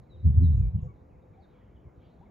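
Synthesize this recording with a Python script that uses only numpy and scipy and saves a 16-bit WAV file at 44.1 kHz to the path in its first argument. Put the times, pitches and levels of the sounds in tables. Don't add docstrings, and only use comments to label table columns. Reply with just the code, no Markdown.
import sys
import numpy as np
from scipy import signal
from scipy.fft import rfft, irfft, next_fast_len
from scipy.io import wavfile
from scipy.ndimage import uniform_filter1d

SR = 44100
rng = np.random.default_rng(int(sys.argv[2]) if len(sys.argv) > 2 else 0)


def materialize(psi):
    bounded = np.clip(np.atleast_2d(psi).T, -1, 1)
    quanta = np.round(bounded * 32767).astype(np.int16)
    wavfile.write(sys.argv[1], SR, quanta)


def gain_from_db(level_db):
    decades = np.asarray(level_db, float) / 20
    return 10 ** decades


N = 101430
T_S = np.arange(N) / SR
WIDE = np.array([[1], [-1]])


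def curve(table, col=1):
    rows = np.array(table, float)
    return np.interp(T_S, rows[:, 0], rows[:, col])


def unit(x):
    return x / np.sqrt(np.mean(x ** 2))


def smooth(x, span):
    return uniform_filter1d(uniform_filter1d(x, span), span)


def walk(rate_hz):
    return unit(smooth(rng.standard_normal(N), int(SR / rate_hz)))


def coloured(points, flicker_db, quick_db):
    rows = np.array(points, float)
    log_hz = np.log(np.fft.rfftfreq(N, 1 / SR) + 1)
    edge = np.log(rows[:, 0])
    db = np.interp(log_hz, edge, rows[:, 1])
    db = db - 40 * np.maximum(edge[0] - log_hz, 0) - 30 * np.maximum(log_hz - edge[-1], 0)
    full = rfft(rng.standard_normal(N)) * gain_from_db(db)
    out = 0
    step = np.log(2) / 2
    for mid in np.arange(6, 30) * step:
        if not edge[0] - 1 < mid < edge[-1] + .5:
            continue
        share = np.cos(np.pi / 2 * np.clip((log_hz - mid) / step, -1, 1)) ** 2
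        out = out + irfft(full * share, N) * gain_from_db(flicker_db * walk(1.2) + quick_db * walk(11))
    return unit(out)


def pan(x, pan_db):
    return x * gain_from_db(np.array([[pan_db], [-pan_db]]) / 2)


def swell(start_s, length_s):
    return np.sin(np.pi * np.clip((T_S - start_s) / length_s, 0, 1))


def turned(x):
    return np.imag(signal.hilbert(x, next_fast_len(N)))[:N]


def band(x, low_hz, high_hz):
    return signal.sosfilt(signal.butter(2, [low_hz, high_hz], "bandpass", fs=SR, output="sos"), x)


def glide_phase(hz):
    return 2 * np.pi * np.cumsum(hz) / SR


def calls(table, rough):
    out = 0
    waver = rough * walk(500)
    for s, d, from_hz, to_hz, db in table:
        left = np.clip(1 - (T_S - s) / d, 0, 1) ** 1.7
        hz = to_hz + (from_hz - to_hz) * left
        own_waver = np.roll(waver, int(from_hz))
        out = out + 2 * gain_from_db(db) * swell(s, d) * np.sin(glide_phase(hz * (1 + own_waver)))
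    return out


def trees(x, t60_s):
    t = np.arange(SR) / SR
    both, apart = rng.standard_normal((2, SR))
    tail = (both + 0.25 * apart * WIDE) * gain_from_db(-60 * t / t60_s) * np.minimum(t / 0.027, 1)
    tail = tail / np.sqrt(np.sum(tail ** 2, axis=1, keepdims=True))
    return x + gain_from_db(-5.5) * signal.fftconvolve(x, tail, axes=1)[:, :N]


# t/s, peak level/dB, length/s, push + or pull - [ratio]
AIR_SLAPS = [
    (0, -41.5, 0.0036, -0.96),
    (0.832, -24.5, 0.0033, 0.84),
    (0.858, -40, 0.0017, -1.2),
    (1.306, -52, 0.0046, 0.73),
    (1.752, -42.5, 0.0027, 0.63),
    (2.204, -47, 0.0023, 1),
]


def slaps():
    out = 0
    for s, db, d, way in AIR_SLAPS:
        x = (T_S - s) / d
        out = out + way * gain_from_db(db) * (1 - x ** 2) * np.exp(-x ** 2 / 2)
    return out


# peak t/s, level/dB, half length/s
WIND_PUFFS = [(1.021, -54.5, .03), (1.156, -53.5, 0.046), (1.211, -59, 0.033), (1.315, -53, 0.018),
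              (1.502, -58.5, 0.048), (1.759, -53.5, 0.018), (1.869, -43.5, .02), (1.985, -54, 0.036),
              (2.064, -53, 0.016), (.01, -50.5, 0.05), (.95, -53, .04)]


def puffs(low):
    return unit(low) * sum(gain_from_db(db) * swell(s - d, 2 * d) for s, db, d in WIND_PUFFS)


# f/Hz, level/dB per Hz
AIR_COLOUR = [(25, -18.5), (60, -2.5), (200, -9), (460, -16.5), (1000, -26.5), (1400, -34), (2400, -41),
              (4800, -70.5)]
# f/Hz, level/dB per Hz
AIR_SIDE_COLOUR = [(25, -12), (66, -2), (227, -15), (763, -10.5), (1700, -29.5), (2600, -53.5), (4400, -59),
                   (5200, -75.5)]


def distant_air():
    air = gain_from_db(-56.5) * coloured(AIR_COLOUR, 0.48, 1.4)
    lag = gain_from_db(-12) * band(turned(air), 400, 1500)
    lean = gain_from_db(-9.5) * band(air, 380, 800)
    loose = gain_from_db(-66.5) * coloured(AIR_SIDE_COLOUR, 1.2, 1.6)
    return air + WIDE * (lean + loose + lag)


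# f/Hz, level/dB per Hz
HISS_COLOUR = [(3000, -3.5), (5000, -0.5), (7400, -1), (8000, -18), (9300, -13), (9900, -8.5), (13000, -8),
               (15600, -6)]


def microphone_hiss():
    side_colour = [(6500, -33), (7100, 8), (10000, 5.5), (13200, 5), (14200, -23.5)]
    side = gain_from_db(-96.5) * coloured(side_colour, .3, 0.58)
    return gain_from_db(-91.5) * coloured(HISS_COLOUR, .1, .2) + WIDE * side


# t/s, length/s, f/Hz, level/dB
STAGS_LEFT = [
    (.08, 0.3, 510, -68.5),
    (.4, .36, 500.7, -66.5),
    (.82, 0.064, 503, -59),
    (.9, 0.39, 507, -70),
    (1.22, 0.16, 503, -70),
    (1.45, 0.26, 500, -70.5),
    (.08, 0.18, 355, -64.5),
    (.83, 0.045, 716, -65),
]
# t/s, length/s, f/Hz, level/dB
STAGS_WIDE = [
    (0, 0.27, 665, -71.5),
    (.26, .18, 665, -70.5),
    (1.08, 0.56, 637, -76),
    (1.75, 0.11, 655, -80),
]


def roars(table):
    out = 0
    for s, d, hz, db in table:
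        phase = glide_phase(hz * (1 + 0.0086 * walk(45)))
        out = out + np.sqrt(2 * swell(s, d)) * gain_from_db(db + 1.5 * walk(25)) * np.sin(phase)
    return out


def stags():
    return pan(roars(STAGS_LEFT), 5.5) + WIDE * roars(STAGS_WIDE)


# t/s, length/s, from f/Hz, to f/Hz, level/dB
WHISTLES = [(.093, .07, 4150, 3680, -71), (.418, .075, 4250, 3670, -70), (.55, .16, 2780, 2220, -79),
            (.225, .06, 4640, 4600, -91), (.88, .055, 2300, 2200, -79), (.37, .05, 1700, 1450, -77),
            (2.035, .055, 4650, 4550, -90), (2.25, .03, 2400, 2100, -77), (.38, .12, 2500, 1760, -83),
            (.15, .035, 3750, 2900, -87), (.5, .07, 2770, 2760, -88), (.06, .06, 2450, 1950, -84)]
# t/s, length/s, from f/Hz, to f/Hz, level/dB
FAR_WHISTLES = [(.33, .045, 3200, 3700, -81), (.765, .06, 3100, 2700, -82), (1.42, .04, 4250, 3650, -78),
                (1.085, .1, 3200, 1900, -84), (1.33, .03, 2450, 2300, -80), (1.53, .04, 2550, 2200, -80),
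                (1.755, .035, 3400, 2900, -82), (1.82, .11, 2550, 1900, -83), (1.4, .04, 4650, 4250, -86),
                (2.015, .03, 2400, 2300, -82), (1.6, .04, 1950, 1850, -79), (1.44, .03, 1650, 1550, -78),
                (.39, .04, 4900, 4300, -90), (.32, .04, 1500, 1850, -81), (1.21, .04, 3800, 3700, -90),
                (1.71, .03, 2400, 2250, -83)]
# t/s, length/s, from f/Hz, to f/Hz, level/dB
HARSH_CALLS = [(2.0, .18, 2700, 4100, -82), (1.98, .14, 2900, 3100, -80), (2.0, .12, 2200, 2600, -85),
               (.55, .18, 3800, 3400, -88), (1.93, .2, 3700, 3800, -87), (1.41, .07, 4400, 3700, -82),
               (.76, .1, 3500, 3300, -86), (1.45, .33, 2300, 2100, -83), (1.45, .3, 3400, 2900, -83),
               (1.72, .14, 3300, 3000, -87), (1.1, .2, 2600, 2200, -86), (2.15, .15, 3400, 3400, -89),
               (1.3, .12, 3700, 3600, -89), (.92, .12, 3800, 3700, -89), (0, .09, 3900, 3800, -87)]


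def far_birds():
    whistles = gain_from_db(-0.46) * (calls(WHISTLES, .011) + calls(FAR_WHISTLES, .035))
    far = whistles + gain_from_db(-3.87) * calls(HARSH_CALLS, .08)
    far = far + WIDE * gain_from_db(-13.5) * turned(far)
    return trees(far, .85)


# t/s, level/dB
GUSTS = [
    [(0.12, -51), (0.208, -45.5), (0.225, -31), (0.258, -15), (0.308, -17), (0.334, -29.5), (0.372, -14),
     (0.64, -23), (0.685, -24.5)],
    [(0.72, -43.5), (0.76, -18), (0.788, -25.5), (0.812, -43.5), (0.84, -41), (0.868, -37), (0.888, -48.5),
     (0.91, -47), (1.0, -71.5)],
]
GUST_FULL_DB = -14


def gust_level_db():
    return uniform_filter1d(curve([(.05, -67.5)] + list(GUSTS[0]) + list(GUSTS[1])), size=300)


# t/s, f/Hz, overtone level/dB, turbulence level/dB
SHEDDING = [(.23, 78.08, -2, -6), (.26, 85.63, 1.5, -1), (.285, 76.47, 1.5, -5), (.31, 61.8, 3.5, -3.5),
            (.335, 78.8, 0, 1), (.368, 78.2, -2, -2), (.385, 67.5, -1, -6.5), (.41, 79.14, 2.5, -3),
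            (.44, 90.1, 4, 0), (.475, 82.5, -5, -3), (.52, 77.06, -2, -6.5), (.548, 58.16, -2, -1.5),
            (.59, 58.13, -1.5, 0.5), (.63, 59.9, -3.5, -0.5), (.68, 47.54, -5.5, -2),
            (.735, 102.3, -6.5, -3), (.763, 86.7, -3.5, -6.5), (.8, 66, -3.5, 8)]
# multiple of shedding f [ratio], level/dB
EDDY_OVERTONES = [(1, 1.5), (2, -13), (3, -23.5), (4, -37)]
# t/s, length/s, f/Hz, level/dB re first edge
SECOND_EDGE = [
    (.52, .14, 97, 0.5),
    (0.48, .025, 150, -3.5),
    (0.33, .04, 130, -4.5),
    (.765, 0.056, 150, -10),
    (0.49, 0.022, 170, -7),
    (0.63, .04, 130, -10),
    (.245, .045, 225, -17.5),
]


def eddies(gust_db):
    phase = glide_phase(curve(SHEDDING) * (1 + .03 * walk(33)))
    over_db = 0.24 * (gust_db - GUST_FULL_DB) + curve(SHEDDING, col=2)
    out = 0
    for k, db in EDDY_OVERTONES:
        wobble_db = 2.5 * min(k - .7, 1) * walk(25)
        out = out + gain_from_db(db + (k - 1.5) * over_db + wobble_db) * np.sin(k * phase)
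    for s, d, hz, db in SECOND_EDGE:
        out = out + gain_from_db(db) * swell(s, d) * np.sin(2 * np.pi * hz * (T_S - s))
    return unit(out)


# f/Hz, level/dB per Hz
TURBULENCE = [(25, -30), (40, -15), (58, -3), (100, 0), (170, -11), (210, -20), (260, -29), (420, -48)]


def turbulence(gust_db):
    db = -10.5 + curve(SHEDDING, col=3) - .45 * (gust_db - GUST_FULL_DB)
    return gain_from_db(db) * coloured(TURBULENCE, 0.57, 3.1)


def buffet():
    gust_db = gust_level_db()
    gust = gain_from_db(gust_db)
    mid = eddies(gust_db) + turbulence(gust_db)
    power = smooth(mid ** 2, int(.04 * SR))
    mid = gust * mid / power ** (.8 / 2)
    puff_hz, puff_width_hz, port_top_hz = 65.7, 65, 543
    low = signal.lfilter(*signal.iirpeak(puff_hz, puff_hz / puff_width_hz, SR), coloured(TURBULENCE, 0.8, 0.95))
    mid = signal.sosfiltfilt(signal.butter(4, port_top_hz, fs=SR, output="sos"), mid + puffs(low))
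    mid = mid + slaps()
    side = gain_from_db(-10.5) * (turned(mid) + 0.16 * low * gust)
    return mid + WIDE * side


# t/s, length/s, from f/Hz, to f/Hz, level/dB
NEAR_TSEEPS = [
    (.537, .012, 6000, 7600, -83),
    (.812, .015, 6400, 7400, -85),
    (.815, .05, 5700, 5700, -92),
    (.82, .055, 7000, 6600, -89),
    (.545, .05, 6500, 6800, -89),
]
# t/s, length/s, from f/Hz, to f/Hz, level/dB
PURE_TSEEP = [
    (.55, .08, 7100, 7000, -84),
]


def tseeps():
    near = calls(NEAR_TSEEPS, .04) + calls(PURE_TSEEP, .011 / 2)
    return gain_from_db(0.5) * trees(pan(near, 4.5), .2)


# t/s, length/s, from f/Hz, to f/Hz, level/dB
JACKDAWS = [
    (1.365, .055, 740, 785, -64),
    (2.205, .025, 700, 860, -62),
    (2.218, .027, 820, 1010, -64),
]
# t/s, length/s, from f/Hz, to f/Hz, level/dB
LEFT_JACKDAW = [
    (.86, 0.068, 1150, 1125, -67),
]


def jackdaws():
    left = calls(LEFT_JACKDAW, .011) * np.array([[1.5], [-.55]])
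    return pan(calls(JACKDAWS, .011), 6.5) + left


def scene():
    return buffet() + distant_air() + microphone_hiss() + stags() + far_birds() + tseeps() + jackdaws()


def converter_image(dry):
    carrier_hz = 9600
    image = gain_from_db(-63.5) * np.mean(dry, axis=0) * np.cos(2 * np.pi * carrier_hz * T_S)
    return image * np.array([[1.15], [.85]])


def low_pass(x):
    return signal.sosfilt(signal.butter(12, 15690, fs=SR, output="sos"), x)


def record(dry):
    return low_pass(dry + converter_image(dry))


dry = scene()
out = record(dry)
materialize(out)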